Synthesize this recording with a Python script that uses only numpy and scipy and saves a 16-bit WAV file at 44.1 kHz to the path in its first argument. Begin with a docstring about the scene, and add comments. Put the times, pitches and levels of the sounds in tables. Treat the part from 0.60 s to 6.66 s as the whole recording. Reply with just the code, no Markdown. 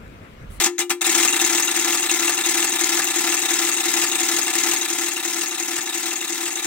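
"""The relays of an automatic antenna tuner, close up, in a quiet room that rumbles faintly throughout.
First come a few separate clacks, after which undamped springs sing on as decaying clusters of modes.
Then the search repeats one round of relays, a fast chatter that is strongest early and later grows softer.
Each impact is shaped noise plus panel modes; the decaying modes of the lid merge into a low throbbing boom.
Three duller knocks, decaying bursts of noise, fall among the chatter."""
import sys
import numpy as np
from scipy import signal
from scipy.fft import rfft, irfft, next_fast_len
from scipy.io import wavfile
from scipy.ndimage import uniform_filter1d, map_coordinates

SR = 44100
rng = np.random.default_rng(int(sys.argv[2]) if len(sys.argv) > 2 else 0)


def inscribe(sig):
    """Save sig as 16-bit PCM at rate SR to the path in sys.argv[1].

    A 1-D sig is mono; a 2-D sig holds one channel per row.
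    Samples are clipped to [-1, 1] before scaling.
    """
    pcm = np.round(np.clip(np.atleast_2d(sig).T, -1, 1) * 32767)
    wavfile.write(sys.argv[1], SR, pcm.astype(np.int16))


N = 267246

# Relays pulling in; those after SEARCH_START_S return in every round. Levels are before the force:
# start_s, snap_db, contact_db, spring_db, frame_db, rattle_db, case_db, lid_push_db
PULL_IMPACTS = [(-0.00042, -13.5, -21, -32, -32.5, -18.5, -18, -36.5),
                (0.0198, -13, -25, -31, -23, -25, -24, -60.0),
                (0.03747, -15.5, -27, -21, -27, -23, -20.5, -35),
                (0.18073, -27.0, -36, -29, -37, -22.5, -38.0, -42),
                (0.21435, -28, -28, -35, -28.5, -31, -24.5, -40.0),
                (0.29526, -26, -27.0, -29.0, -34, -29, -32, -33.5),
                (0.40952, -31.5, -22.5, -31.5, -23, -26.5, -24, -71),
                (0.44226, -24, -26, -32, -23, -29.5, -24, -49),
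                (0.45965, -20, -25, -29, -29.5, -25.5, -35.5, -73),
                (0.47451, -24, -42, -27.5, -39, -20, -34, -39.5),
                (0.49226, -15.5, -23.5, -23.5, -26.5, -19, -25.5, -33),
                (0.51013, -17.0, -42, -48.0, -33, -24, -29.5, -32),
                (0.52457, -19.5, -23.5, -30, -31, -20.5, -48.0, -47),
                (0.54216, -15, -40.5, -46, -29.5, -25.5, -33, -42.5),
                (0.55982, -25.0, -28, -27, -36, -34, -36, -43.5),
                (0.57521, -14.5, -25, -28.5, -26.5, -19.5, -63, -41),
                (0.59075, -24, -25, -33.5, -34.5, -29, -33, -36.5),
                (0.60767, -27.5, -23, -26, -25.5, -25, -30, -46),
                (0.62536, -15.5, -29, -21.5, -26, -20.5, -31, -43.5),
                (0.64018, -17.5, -26, -43.5, -43.0, -24.5, -41, -38.5),
                (0.65745, -48.0, -48.0, -48.0, -48.0, -34.5, -30.5, -50),
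                (0.67484, -24.5, -29, -22, -50, -20.0, -73, -36),
                (0.69206, -23, -35, -24.5, -40, -31.5, -24.5, -43.5),
                (0.70835, -24.5, -33, -30.5, -34.5, -24.5, -43, -60.0),
                (0.72482, -19, -28, -24.5, -26, -31.5, -24.5, -41),
                (0.74133, -21.5, -25, -33.5, -31, -19, -25, -80)]
# Relays letting go, a few milliseconds behind the beat, same columns:
# start_s, snap_db, contact_db, spring_db, frame_db, rattle_db, case_db, lid_push_db
RELEASE_IMPACTS = [(0.01003, -19, -24, -27, -31, -23, -21.0, -29),
                   (0.0426, -16.5, -21, -20.5, -42, -20, -27.5, -36),
                   (0.0596, -12.5, -28, -24, -40.0, -16, -14.5, -31),
                   (0.1885, -21, -20.5, -23, -42, -25, -24.5, -33.5),
                   (0.2009, -18, -30, -30, -37, -21, -27, -52), (0.3029, -13, -20, -31, -27, -15, -16, -31),
                   (0.4152, -17.5, -22.5, -28.5, -28, -20, -21.5, -36),
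                   (0.44869, -19.5, -22, -31, -24.5, -20.5, -26, -47),
                   (0.4651, -14.5, -20.5, -24.0, -44, -19.5, -19.5, -30),
                   (0.4856, -41, -46, -51, -48.0, -48, -28, -37.5),
                   (0.4988, -31.5, -23.0, -22, -30, -34, -26, -34),
                   (0.5147, -18.0, -24.5, -31, -48.0, -34, -22.5, -31.5),
                   (0.535, -36, -46.0, -48.0, -52, -53, -31, -41.5),
                   (0.54845, -15, -23, -22, -34, -17.5, -18.5, -30.5),
                   (0.56828, -27.5, -30, -43, -48.0, -46.5, -22, -74),
                   (0.5812, -15, -25.5, -29, -26.5, -21, -20.5, -32.5),
                   (0.5985, -14.5, -24, -27, -35, -20.5, -20.0, -32),
                   (0.6178, -22.5, -38.5, -38.0, -55, -28, -37, -45),
                   (0.6312, -29, -22.5, -25.5, -21, -27.0, -19.5, -35),
                   (0.6477, -12.5, -19.5, -29, -61, -18.0, -16.5, -32),
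                   (0.6664, -30, -37, -53, -54, -25, -40, -43),
                   (0.6816, -34, -23.0, -25.5, -28.5, -22.5, -27.5, -38),
                   (0.6976, -24, -21, -29, -33, -32.5, -23.5, -35),
                   (0.7145, -47.0, -48.0, -48.0, -35, -41, -39, -43),
                   (0.73071, -22.5, -23, -27, -24.5, -29, -19.0, -31.5)]
# How hard the relays strike over time: time_s, force_db
STRIKE_FORCE = [(0, 1.5), (.4, 1), (.55, 2.5), (1.1, -.5), (4.1, -0.97), (4.3, -3.5), (5, -6), (6.06, -6)]
# Spectrum of the armature's snap: frequency_hz, density_db (per Hz, relative)
SNAP_SPECTRUM = [(1800, -31), (2700, 0), (3100, -1.5), (3600, -1), (4200, -3.5), (4800, -2), (5700, 3.5),
                 (7400, 1.5), (8600, 1.5), (9400, -4), (10500, -6), (12500, -8.5), (14300, -8),
                 (15600, -3.5)]
# Spectrum of the tick of the contacts: frequency_hz, density_db (per Hz, relative)
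CONTACT_SPECTRUM = [(5000, -45), (6800, -11), (7600, -0.5), (8200, 1.5), (8800, -5), (9600, -10.5),
                    (12500, -14.5), (15600, -13)]
# Spectrum of the zing of the spring: frequency_hz, density_db (per Hz, relative)
SPRING_SPECTRUM = [(3800, -28), (5000, -13), (5800, -13.5), (6300, -1.5), (6600, 3), (7000, -2.5),
                   (7500, -10), (9000, -15), (12000, -50)]
# Spectrum of the rattle of the board: frequency_hz, density_db (per Hz, relative)
RATTLE_SPECTRUM = [(700, -66), (1100, -10), (1400, -8.5), (1750, -1), (2100, 2), (2500, -1.5), (3100, -8),
                   (3500, -2), (4200, -3.5), (4900, -6.5), (5700, -9), (6500, -40), (9000, -60)]
# Spectrum of the clack of the case: frequency_hz, density_db (per Hz, relative)
CASE_SPECTRUM = [(40, -42), (100, -43), (160, -21), (250, 1.5), (330, -2.5), (420, -0.5), (570, -14.5),
                 (660, -11), (750, 6), (900, 2.5), (1100, -3.5), (1400, -0.5), (1900, -4.5), (2600, -14),
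                 (4000, -50)]
# Share of its noise that a relay repeats exactly: frequency_hz, share (0 to 1)
REPEATED_SHARE = [(300, 0.61), (1100, 0.69), (2300, 0.7), (4000, 0.52), (12000, 0.14)]
# Panel modes of the sheet-metal case: pitch_hz, level_db (relative)
PANEL_MODES = [(722, -51.5), (748, -45.5), (783, -44), (822, -50.5), (883, -47.5), (904, -57),
               (1006, -46.5), (1205, -44), (1270, -48), (1350, -43.5), (1390, -47.5), (1546, -59.5),
               (1731, -44), (1835, -51.5), (2025, -45.5), (2104, -43.5), (2360, -44.5), (2669, -48),
               (3282, -44.5), (3845, -49.5)]
# Low modes of the lid: pitch_hz, level_db, t60_s, swing (signed factor)
LID_MODES = [(270.6, -12.5, 0.22, 1), (306.3, -13, 0.63, 1), (338.5, 6.5, 0.13, 1),
             (349.43, 11, 0.32, 0.97), (353.17, 11.5, 0.27, -0.89)]
# Springs left ringing after the first clacks: start_s, pitch_hz, level_db, t60_s
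FREE_SPRINGS = [(.21, 2880, -32, .15), (.0614, 6950, -33, .17)]
# Duller knocks among the chatter: start_s, level_db
KNOCK_TIMES = [(1.696, -25.5), (2.395, -20), (5.183, -23.5)]
# Spectrum of a knock: frequency_hz, density_db (per Hz, relative)
KNOCK_SPECTRUM = [(40, -52), (150, 4), (550, -35), (1200, -23), (1750, 19), (2300, -15), (5000, -9),
                  (15000, -45)]
# Spectrum of the room's rumble: frequency_hz, density_db (per Hz, relative)
ROOM_SPECTRUM = [(25, -14), (70, -24), (150, -17), (500, 20), (3000, -8), (15000, -23)]
# Left-right likeness of diffuse sound: frequency_hz, correlation (-1 to 1)
STEREO_LIKENESS = [(60, 0.06), (280, 1), (640, 0.91), (1400, 0.91), (3000, 0.63), (7000, 0.38),
                   (15000, 0.083)]
# Level difference between the capsules: frequency_hz, left_minus_right_db
STEREO_TILT = [(60, 4), (250, 5), (600, 5), (1100, 1.5), (2200, 6), (4000, 2), (6500, 7), (8200, 2),
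               (12000, 5)]

SEARCH_START_S, ROUND_S = 0.405, 0.34865
SNAP_FOLLOWS, LID_FOLLOWS = 0.92, 0.82  # dB for each dB of force
PULL_FRAME_HZ, RELEASE_FRAME_HZ = 3792, 2695  # a frame rings higher with the armature closed
LID_LAG_S = 0.0017
LID_RADIATES_HZ = 151  # so small a lid gives off little below this
RING_SIZE = 8192  # samples in one impact
TOP_HZ = 15800


def amp(db):
    """Level to amplitude: 20 dB is a factor of ten."""
    return 10 ** (np.asarray(db) / 20)


def unit(x):
    """Normalization to a root mean square of 1."""
    return x / np.sqrt(np.mean(x ** 2) + 1e-20)


def along(points, hz):
    """Interpolation of (frequency, value) points on a logarithmic frequency axis."""
    f, v = np.transpose(points)
    return np.interp(np.log(hz + 1), np.log(f + 1), v)


def filtered(x, response):
    """Linear filtering: the spectrum is multiplied by a response of frequency."""
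    n = x.shape[-1]
    m = next_fast_len(n + n // 10)
    return irfft(rfft(x, m) * response(np.fft.rfftfreq(m, 1 / SR)), m)[..., :n]


def add(track, s, sound):
    """Superposition: a sound is summed into a track from s seconds on."""
    part = track[..., max(round(s * SR), 0):][..., :sound.shape[-1]]
    part += sound[..., :part.shape[-1]]


def relays(snap_db=0.0, contact_db=0.0, spring_db=-0.23, frame_db=-0.88, rattle_db=-1.54, case_db=-2.5,
           low_panel_db=-4.0, high_panel_db=-2.5, scatter_db=0.5):
    """Impact excitation: each blow sounds the snap, contacts, spring, frame, board and case at once."""
    track, panel_modes = np.zeros((2, N)), panels()
    low = np.array(PANEL_MODES)[:, :1] < 1600  # these follow the case, the others the rattle
    for table, frame_hz in [(PULL_IMPACTS, PULL_FRAME_HZ), (RELEASE_IMPACTS, RELEASE_FRAME_HZ)]:
        for s, snap, contact, spring, frame, rattle, case, _ in table:
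            times = moments(s)
            count = len(times)
            treble = amp(snap + snap_db) * burst(
                count, SNAP_SPECTRUM, attack=0.0044, t60=0.075,
                spike=2.7, spike_t60=0.008, vary_db=0.5, grain_db=-0.2)
            treble += amp(contact + contact_db) * burst(
                count, CONTACT_SPECTRUM, attack=0.00098, t60=0.12,
                spike=0.67, spike_t60=0.012, vary_db=0.6, grain_db=-0.7)
            treble += amp(spring + spring_db) * burst(
                count, SPRING_SPECTRUM, attack=0.0023, t60=0.1,
                spike=5.5, spike_t60=0.016, vary_db=1.1, grain_db=-1.6)
            body = amp(rattle + rattle_db) * burst(
                count, RATTLE_SPECTRUM, attack=0.0073, t60=0.09,
                spike=3.9, spike_t60=0.017, vary_db=0.76, grain_db=-0.7)
            body += amp(case + case_db) * burst(
                count, CASE_SPECTRUM, attack=0.0089, t60=0.065,
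                spike=5.0, spike_t60=0.011, vary_db=0.6, grain_db=-0.8)
            body += amp(frame + frame_db) * burst(
                count, resonance(frame_hz), attack=0.0017, t60=0.098,
                spike=2.03, spike_t60=0.021, vary_db=0.5, grain_db=-0.3)
            panel_db = np.where(low, case + low_panel_db, rattle + high_panel_db)
            body += excite(panel_modes * amp(panel_db), count, spread_db=2.0)

            force_db, bright_db, _ = force(times)
            blows = amp(force_db + scatter_db * rng.standard_normal(count))
            for at, blow, bright, high, rest in zip(times, blows, amp(bright_db), treble, body):
                add(track, at, blow * (bright * high + rest))
    return track


def moments(s):
    """Periodicity: an impact happens once before the search and in every round during it."""
    return np.arange(s, N / SR, ROUND_S) if s > SEARCH_START_S else np.array([s])


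def force(times):
    """Unequal scaling with force: returns force dB and the dB that treble and lid add, as they vary less."""
    force_db = np.interp(times, *np.transpose(STRIKE_FORCE))
    return force_db, (SNAP_FOLLOWS - 1) * force_db, (LID_FOLLOWS - 1) * force_db


def burst(count, spectrum, attack, t60, spike, spike_t60, vary_db, grain_db, colour_db=0.95, size=36):
    """Two-stage decay: a short noisy spike on top of a slower decay, made grainy by tiny bounces."""
    t = np.arange(RING_SIZE) / SR
    grain = uniform_filter1d(rng.standard_normal((count, 1, RING_SIZE)), size)
    bounces = amp(grain_db * unit(grain))
    noise = unit(irfft(relay_noise(count, spectrum, colour_db)) * bounces)
    noise *= amp(vary_db * rng.standard_normal((count, 1, 1)))
    decay = np.hypot(amp(-60 * t / t60), spike * amp(-60 * t / spike_t60))
    return noise * (1 - np.exp(-t / attack)) * decay


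def relay_noise(count, spectrum, colour_db, vary_db=2.5):
    """Partial coherence: stereo noise spectra of one relay, partly shared by all its blows."""
    hz = np.fft.rfftfreq(RING_SIZE, 1 / SR)
    z = rng.standard_normal((count + 1, 2, len(hz), 2), dtype=np.float32).view(np.complex64)[..., 0]
    same = np.clip(along(REPEATED_SHARE, hz), 0, 1).astype(np.float32)
    knots = np.geomspace(1000, 16000, 26)
    draws = rng.standard_normal((count + 1, len(knots)))
    ripple = np.array([np.interp(hz, knots, row, left=0) for row in draws])
    # row 0 belongs to the relay, the other rows to its single blows
    colour = colour_db * ripple[0] + vary_db * ripple[1:]
    gain = amp(along(spectrum, hz) + colour).astype(np.float32)
    return gain[:, None] * (z[0] * np.sqrt(same) + z[1:] * np.sqrt(1 - same))


def resonance(hz, width=0.048):
    """Resonance curve: (Hz, dB) points of one broad peak with steep skirts."""
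    ratios = np.geomspace(0.25, 4, 101)
    detuning = (ratios - 1 / ratios) / (2 * width)
    return np.column_stack([hz * ratios, -20 * np.log10(1 + detuning ** 2)])


def panels(t60=0.13, damping=0.016, attack=0.0023):
    """Modal vibration: one decaying wave for each panel mode, the higher ones fading very slightly faster."""
    t = np.arange(RING_SIZE) / SR
    hz, db = np.transpose(PANEL_MODES)[..., None]
    size = amp(db) / np.linalg.norm(amp(db))
    decay = amp(-60 * t / t60 * (hz / 1500) ** damping)
    return size * decay * np.exp(2j * np.pi * hz * t) * (1 - np.exp(-t / attack))


def excite(modes, count, spread_db, drift=0.1):
    """Modal participation: a relay's place on the board sets each mode, much the same at every blow."""
    sizes = amp(abs(spread_db) * np.clip(rng.standard_normal(len(modes)), -2, 2))
    turns = rng.random((2, len(modes))) + drift * rng.standard_normal((count, 2, len(modes)))
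    return ((sizes * np.exp(2j * np.pi * turns)) @ modes).real


def lid(level_db=0.0, attack=0.0035, scatter_db=0.43):
    """Superposed modal decays: the lid outrings the gaps, so pushes merge into a tone throbbing each round."""
    t = np.arange(SR) / SR
    boom = np.zeros(SR)
    for hz, db, t60, way in LID_MODES:
        boom += way * amp(db - 60 * t / t60) * np.sin(2 * np.pi * hz * t)
    boom *= 1 - np.exp(-t / attack)
    track = np.zeros(N)
    for s, *_, push_db in [*PULL_IMPACTS, *RELEASE_IMPACTS]:
        times = moments(s)
        force_db, _, lid_db = force(times)
        pushes_db = push_db + force_db + lid_db + scatter_db * rng.standard_normal(len(times))
        for at, db in zip(times, pushes_db):
            add(track, at + LID_LAG_S, amp(db + level_db) * boom)
    radiation = signal.butter(2, LID_RADIATES_HZ, 'highpass', fs=SR, output='sos')
    return signal.sosfilt(radiation, track)


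def long_rings():
    """Free vibration: a spring that nothing damps sings on into the pause."""
    track = np.zeros((2, N))
    for s, hz, db, t60 in FREE_SPRINGS:
        add(track, s, amp(db) * ping(1, hz, t60, detune=0.0043)[0])
    return track


def ping(count, hz, t60, attack=0.00063, detune=0.0141, drift=0.12, order=4):
    """Beating of close modes: a small steel part rings in a cluster, its phases differing left and right."""
    t = np.arange(RING_SIZE) / SR
    offsets = np.linspace(-1, 1, order)[:, None] * (1 + rng.random((order, 1)))
    pitches = hz * (1 + detune * offsets)
    wave = excite(np.exp(2j * np.pi * pitches * t), count, spread_db=0.0, drift=drift)
    envelope = amp(-60 * t / t60) * (1 - np.exp(-t / attack))
    return unit(wave * envelope) * np.sqrt(np.mean(envelope ** 2))


def knocks(t60=0.088, attack=0.0026):
    """Damped noise: now and then something in the case knocks, hollower than the relays."""
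    track, t = np.zeros((2, N)), np.arange(RING_SIZE) / SR
    for s, db in KNOCK_TIMES:
        noise = rng.standard_normal((2, RING_SIZE))
        thud = unit(filtered(noise, lambda hz: amp(along(KNOCK_SPECTRUM, hz))))
        add(track, s, thud * amp(db - 60 * t / t60) * (1 - np.exp(-t / attack)))
    return track


def walls(x, wet_db=-25, t60=0.4, dull_hz=3500):
    """Reverberation: the small room answers with a weak, duller tail of decaying noise."""
    t = np.arange(SR // 3) / SR
    noise = rng.standard_normal((2, len(t)))
    tail = filtered(noise, lambda hz: 1 / np.hypot(1, hz / dull_hz)) * amp(-60 * t / t60)
    tail /= np.linalg.norm(tail[0])
    return x + amp(wet_db) * signal.fftconvolve(x, tail, axes=1)[:, :N]


def room(level_db=-68, swell_db=5, rate=12):
    """Amplitude-modulated noise: the faint rumble of a quiet room, swelling unevenly."""
    rumble = filtered(rng.standard_normal((2, N)), lambda hz: amp(along(ROOM_SPECTRUM, hz)))
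    levels = rng.standard_normal(int(N * rate / SR) + 4)  # rate is random levels per second
    swell = map_coordinates(levels, [np.arange(N) * rate / SR])
    return amp(level_db) * unit(rumble * amp(swell_db * swell))


def microphones(diffuse, centre, lead_ms=0.062):
    """Interchannel coherence: two close capsules, the left a little earlier and louder."""
    def turn(hz):
        """Mixing angle whose mid-side sum has the wanted correlation."""
        return np.arccos(np.clip(along(STEREO_LIKENESS, hz), -1, 1)) / 2

    mid, side = filtered(diffuse, lambda hz: np.array([np.cos(turn(hz)), np.sin(turn(hz))]))
    half = np.array([[0.5], [-0.5]])  # each capsule takes half of the difference

    def capsules(hz):
        """Level and phase of each capsule against their mean."""
        return amp(half * along(STEREO_TILT, hz)) * np.exp(2j * np.pi * hz * half * lead_ms / 10 ** 3)

    return filtered(centre + np.array([mid + side, mid - side]), capsules)


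def scene():
    tuner = walls(relays() + long_rings() + knocks())
    return microphones(tuner + room(), lid())


def record(dry):
    """Band limitation: nothing above TOP_HZ is kept."""
    return filtered(dry, lambda hz: hz < TOP_HZ)


dry = scene()
out = record(dry)
inscribe(out)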